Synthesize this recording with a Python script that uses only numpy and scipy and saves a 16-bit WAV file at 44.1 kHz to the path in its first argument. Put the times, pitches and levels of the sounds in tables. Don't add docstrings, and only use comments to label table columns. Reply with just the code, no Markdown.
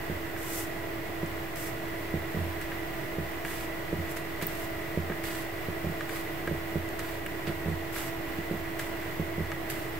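import sys
import numpy as np
from scipy import signal
from scipy.fft import rfft, irfft, next_fast_len
from scipy.io import wavfile

SR = 44100
rng = np.random.default_rng(int(sys.argv[2]) if len(sys.argv) > 2 else 0)


def generate_wav(sig):
    pcm = np.round(np.clip(np.atleast_2d(sig).T, -1, 1) * 32767).astype(np.int16)
    wavfile.write(sys.argv[1], SR, pcm)


N = 440559

# t/s, tick drive level/dB, tick colour f/Hz, snap peak level/dB, snap colour f/Hz
RELEASES = [(.3633, -28, 1810, -43, 13000), (.4324, -39, 1930, -29, 13000), (1.2614, -36, 1950, -35, 7000),
            (1.5706, -34, 1940, -33, 5970), (2.6136, -27, 1900, -33, 13000), (2.7177, -25, 1840, -50, 4970),
            (3.4492, -21, 2000, -35, 7000), (3.4795, -29, 1890, -44, 5000), (3.51, -28, 1900, -33, 11700),
            (4.114, -33, 2050, -31, 13000), (4.1687, -29, 1940, -36, 9000), (4.414, -27, 1960, -40, 6000),
            (4.4255, -27, 1990, -26, 9000), (4.4677, -37, 2030, -15, 20000),
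            (5.0976, -23.5, 1400, -61, 4400), (5.119, -26, 1600, -50, 4400), (5.239, -30, 1950, -27, 10000),
            (6.008, -20, 1590, -33.5, 5460), (6.0933, -22, 1680, -32, 9900),
            (6.4744, -19.5, 1600, -34, 7500), (6.8894, -38, 2040, -32, 8750),
            (6.9925, -27, 1850, -28, 8000), (7.2628, -22, 2300, -25, 11500),
            (7.4708, -28.5, 1950, -35, 5000), (7.9624, -23, 1890, -36, 8200),
            (8.7948, -22, 1900, -26, 8500), (9.5173, -20.5, 1800, -31, 5500),
            (9.7005, -31, 1850, -30, 8200), (9.7022, -40, 1850, -20, 14000)]
# f/Hz, t60/s
KNIFE_MODES = [(850, 0.024), (1280, 0.022), (1620, 0.031), (1850, 0.027), (2270, 0.02), (2830, 0.015),
               (3350, 0.0051)]
# grip t/s, turn after the grip t/s, end after the grip t/s,
# rms level/dB at the grip, at the turn and at the end, drag against hiss level/dB
PUSHES = [(.375, .21, .262, -51, -35.5, -43, -6.5), (1.557, .025, .128, -46, -44, -45, -4),
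          (2.612, .005, .01, -49, -46.5, -48, 3), (3.449, .065, .19, -51, -45, -48.5, 0),
          (4.093, .022, .028, -52, -47, -47, -6), (4.167, .003, .006, -44, -44, -46.5, 2),
          (4.413, .013, .018, -50, -40.5, -42, 3.5), (4.478, .08, .17, -51, -50, -48, 0),
          (5.238, .09, .185, -43, -45, -48.5, 2.5), (6.092, .07, .12, -51, -45, -50, 2.5),
          (6.992, .025, .165, -42, -54, -55, 4.5), (7.47, .008, .014, -49, -48.5, -48.5, 9),
          (7.925, .045, .165, -51, -40, -47, 0), (8.794, .03, .08, -40.5, -48, -54, 3),
          (9.699, .035, .18, -39, -48, -56, 1.5)]
# f/Hz, relative level/dB per Hz
GRIT_SPECTRUM = [(4000, -22), (5200, -5), (6500, -5), (8200, 0), (9600, -5), (11600, 1.5), (14000, -2),
                 (16000, -4)]
# f/Hz, relative level/dB per Hz
DRAG_SPECTRUM = [(700, -11.5), (1300, -1), (1900, -1), (3000, -5.5), (5000, -11.5), (6500, -38)]
# t/s, drive level/dB, heaviness dB per octave toward the bass
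BLOWS = [(.0967, -23.5, 0), (1.2301, -24, 0), (2.1388, -21, .5), (2.166, -29, 1.5), (2.3447, -24, .5),
         (2.3687, -23, 3.5), (2.3891, -28, 9.5), (2.4116, -26, 6.5), (3.1821, -23, 1), (3.927, -20.5, .5),
         (3.9853, -28, 5.5), (4.4164, -30, 5), (4.424, -25, 0), (4.9728, -18, 1), (5.0988, -25, -3),
         (5.6838, -25, 0), (5.8423, -22.5, 2.5), (5.8672, -25, .5), (5.8971, -25, 4), (6.4755, -29, -4),
         (6.5106, -21.5, 1.5), (6.7551, -20, 1), (7.4737, -24.5, 1), (7.494, -24, 2), (7.658, -21.5, 3.5),
         (7.6819, -22.5, .5), (7.7135, -23.5, 5.5), (8.385, -27, 1.5), (8.5104, -21.5, 0),
         (8.5385, -28, -.5), (9.1955, -20, 1.5), (9.3796, -22.5, 1.5), (9.4043, -22, 4)]
# f/Hz, relative level/dB, t60/s, direction of swing at the struck spot (+1 or -1)
TABLE_MODES = [(85, -12.5, .5, 1), (145, -7.5, .105, 1), (167, -.7, .085, -1), (204, -13, .147, -1),
               (221, -19, .256, 1), (295, -7.5, .026, -1), (354, -6.5, .116, 1), (413, -9.5, .102, 1),
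               (462, -19, .193, 1), (579, -12, .071, -1), (652, -23, .119, -1)]
# t/s, turns per second
MOTOR_SPEED = [(.5, 47.358), (2.5, 47.34), (4.5, 47.362), (5.5, 47.4), (6.5, 47.402), (8.5, 47.32),
               (9.99, 47.31)]
# multiple of the speed, rms level/dB, left-right level/dB, left lead/rad
MOTOR_TONES = [(1, -54, -2.8, 0), (3, -56, -3.7, 0), (6, -63, -2.1, -.1), (7, -42.5, -6.4, -.1),
               (8, -53, -5.7, -.2), (9, -58, -3.3, -.9), (14, -50, -5, 1.8), (21, -57, -4.5, -2.2),
               (35, -65, -6.2, -.6), (36, -64, -2.7, .4), (38, -61, -12.8, -.8), (40, -58, -9.8, 1.1),
               (41, -53, -4.2, .1), (42, -56, 4.3, 2.9), (46, -66, -3, 0), (52, -67, -4.5, -.4),
               (54, -70, 3.3, .8)]
# f/Hz, relative level/dB per Hz
RUMBLE_SPECTRUM = [(18, -33), (30, -12), (48, -12.5), (91, -4.5), (152, -7), (243, -16.5), (276, -14),
                   (305, -7), (332, -6.5), (378, -10.5), (455, -7.5), (502, -15.5), (658, -6.5),
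                   (748, -13.5), (900, -16.5), (1170, -49), (1980, -120)]
# f/Hz, relative level/dB per Hz
RUSH_SPECTRUM = [(530, -11), (900, -8), (990, -2.5), (1300, -7), (1520, -5.5), (1800, -6), (1890, -4.5),
                 (1980, 0.5), (2320, -8), (4210, -19.5), (6480, -25.5), (7940, -23.5), (9270, -26.5),
                 (14300, -18), (15700, -18)]
# f/Hz, left-right likeness (0-1)
STEREO_LIKENESS = [(60, .87), (170, 0.78), (260, 0.27), (340, 0.92), (520, 0.53), (690, 0.78), (950, 0),
                   (1460, 0.14), (2010, 0.48), (3330, 0.06), (6800, 0.04), (7000, 1), (16000, 1)]
# f/Hz, left-right level/dB
STEREO_BALANCE = [(60, -1.5), (130, -3.5), (290, -3), (640, -1), (1410, -2), (3100, -2), (6820, -1),
                  (15000, 0)]
# f/Hz, left lead/rad
STEREO_LEAD = [(500, 0), (600, .9), (700, 1.1), (780, .3), (900, 0)]
# centre f/Hz, width at half the dB f/Hz, level/dB
ROOM_WAVES = [(353, 38, -2), (503, 27, -5), (630, 20, 3), (646, 16, -3.5), (860, 20, -4), (910, 43, -3.5),
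              (1055, 54, -3), (1133, 70, -3), (1346, 32, -2.5), (1459, 32, 2), (1525, 60, -3),
              (1626, 22, -2), (1825, 24, -3), (1863, 32, -2), (1973, 27, -3), (2040, 30, 3.5),
              (2076, 26, -6), (2130, 38, -2.5), (2250, 75, -2.5), (2600, 65, -2.5), (2732, 38, 2.5),
              (2805, 86, -2), (2896, 43, 4), (3023, 48, -2.5), (3128, 75, -2.5), (3819, 124, -2.5)]

SNAP_T60_S = .018
SNAP_WIDTH = 1.5
GRIP_DB_PER_S, STOP_DB_PER_S = 2500, 332
CONTACT_HZ = 800
RUMBLE_DB, RUSH_DB = -39.5, -40.5
WHINE_HZ, WHINE_DB = 1091.4, -61
OFFSET = -.0071
CUTOFF_HZ = 15750


def ticks():
    s, tick_db, tick_hz = np.transpose(RELEASES)[:3]
    at = np.round(s * SR).astype(int)
    gap_s = rng.uniform(0.00309, .006, len(at))
    again = at + (gap_s * SR).astype(int)
    out = np.zeros((2, N))
    chance_db = rng.normal(0, 1.7, (len(at), len(KNIFE_MODES), 2))
    for k, (hz, t60) in enumerate(KNIFE_MODES):
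        octaves_off = abs(np.log2(hz / tick_hz))
        strength = from_db(tick_db - 8 - 11.2 * octaves_off + chance_db[:, k].T)
        clicks = np.zeros((2, N))
        clicks[:, at] = strength * (-1) ** k
        clicks[:, again] = strength * from_db(-5.5)
        out += ring(clicks, hz, t60)
    for start, (*_, snap_db, snap_hz) in zip(at, RELEASES):
        sound = from_db(snap_db) * snap(snap_hz, SNAP_T60_S)
        out[:, start:start + sound.shape[1]] += sound
    return out


def snap(hz, t60):
    t = np.arange(round(.06 * SR)) / SR
    chosen = rng.random(len(t)) < 3500 / SR
    flurry = rng.standard_normal((3, len(t))) * chosen * from_db(-60 * t / t60 - 3.0)
    clicks = flurry[0] + .6 * flurry[1:]
    clicks[:, 0] = rng.uniform(1.2, 1.8, 2)
    edges = np.clip([hz / SNAP_WIDTH, hz * SNAP_WIDTH], 50, CUTOFF_HZ)
    band = signal.sosfilt(signal.butter(3, edges, "band", fs=SR, output="sos"), clicks)
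    return band / abs(band).max()


def slides():
    t, bright, dull = np.arange(N) / SR, np.zeros(N), np.zeros(N)
    for s, turn, length, *levels_db, drag_db in PUSHES:
        near = slice(round((s - .1) * SR), round((s + length + .2) * SR))
        age = t[near] - s
        level_db = np.interp(age, [0, min(turn, length), length], levels_db)
        level_db += GRIP_DB_PER_S * np.minimum(age, 0)
        level_db -= STOP_DB_PER_S * np.maximum(age - length, 0)
        bright[near] += from_db(level_db)
        dull[near] += from_db(level_db + drag_db)
    uneven = from_db(0.87 * drift(40) + 0.56 * drift(130))
    grit = coloured(GRIT_SPECTRUM, grains(9000, spread_db=2.0), grains(9000, spread_db=3.0))
    drag = coloured(DRAG_SPECTRUM, grains(3000, spread_db=3.0), grains(3000, spread_db=2.0))
    return uneven * (bright * grit + dull * drag)


def knocks():
    s, blow_db, heavy_db = np.transpose(BLOWS)
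    at, out = np.round(s * SR).astype(int), np.zeros(N)
    chance_db = rng.normal(0, 1, (len(at), len(TABLE_MODES)))
    for k, (hz, level_db, t60, swing) in enumerate(TABLE_MODES):
        tilt_db = -heavy_db * np.log2(hz / 160)
        blows = np.zeros(N)
        blows[at] = swing * from_db(blow_db + level_db + chance_db[:, k] + tilt_db)
        out += ring(blows, hz, t60)
    soft = signal.butter(2, CONTACT_HZ, fs=SR, output="sos")
    return signal.sosfilt(soft, out) * from_db([[-2.0], [2.0]])


def fan():
    t = np.arange(N) / SR
    s, speed = np.transpose(MOTOR_SPEED)
    turns = np.cumsum(np.interp(t, s, speed)) / SR
    out = from_db(RUMBLE_DB) * coloured(RUMBLE_SPECTRUM, *rng.standard_normal((2, N)))
    rush_level = from_db(RUSH_DB + 0.4 * drift(3.9))
    out += rush_level * coloured(RUSH_SPECTRUM, *rng.standard_normal((2, N)))
    out += np.sqrt(2) * from_db(WHINE_DB) * np.sin(2 * np.pi * WHINE_HZ * t)
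    for multiple, level_db, pan_db, lead in MOTOR_TONES:
        phase = 2 * np.pi * (multiple * turns + rng.random()) + .12 * drift(3)
        height = np.sqrt(2) * from_db(level_db + .8 * drift(4))
        out[0] += height * from_db(pan_db / 2) * np.sin(phase + lead / 2)
        out[1] += height * from_db(-pan_db / 2) * np.sin(phase - lead / 2)
    return out


def ring(clicks, hz, t60):
    r, w = from_db(-60 / (t60 * SR)), 2 * np.pi * hz / SR
    return signal.lfilter([0, np.sin(w)], [1, -2 * r * np.cos(w), r * r], clicks + 1e-18)


def grains(per_s, spread_db):
    sizes = from_db(spread_db * np.minimum(rng.exponential(1, N), 4)) * rng.choice([-1, 1], N)
    return sizes * (rng.random(N) < per_s / SR)


def coloured(spectrum, mid, side):
    size = next_fast_len(N)
    hz = np.arange(size // 2 + 1) * SR / size
    alike = np.clip(at_hz(STEREO_LIKENESS, hz), 0, 1)
    side_gain = np.sqrt((1 - alike) / (1 + alike))
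    both = rfft(mid, size) + side_gain * rfft(side, size) * [[1], [-1]]
    low = hz[hz < 5000]
    room_db = np.zeros(len(hz))
    for centre, width, db in ROOM_WAVES:
        room_db[:len(low)] += db * 16. ** -(((low - centre) / width) ** 2)
    half = np.array([[.5], [-.5]])
    gain = from_db(at_hz(spectrum, hz) + room_db + at_hz(STEREO_BALANCE, hz) * half)
    turn = np.exp(1j * at_hz(STEREO_LEAD, hz) * half)
    return rms_one(irfft(both * gain * turn, size)[:, :N])


def drift(rate):
    r = np.exp(-80 * np.pi * rate / SR)
    slow = signal.lfilter([1], [1, -2 * r, r * r], rng.standard_normal(N // 40 + 2002))[2000:]
    return np.interp(np.arange(N) / 40, np.arange(len(slow)), rms_one(slow))


def at_hz(points, hz):
    table = np.array(points)
    return np.interp(np.log(hz + 1), np.log(table[:, 0]), table[:, 1])


def rms_one(x):
    return x / np.sqrt(np.mean(x ** 2) + 1e-20)


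def from_db(db):
    return 10 ** (np.asarray(db) / 20)


def scene():
    return ticks() + slides() + knocks() + fan()


def record(dry):
    low_pass = signal.ellip(12, .5, 60, CUTOFF_HZ, fs=SR, output="sos")
    return signal.sosfilt(low_pass, dry + OFFSET)


dry = scene()
out = record(dry)
generate_wav(out)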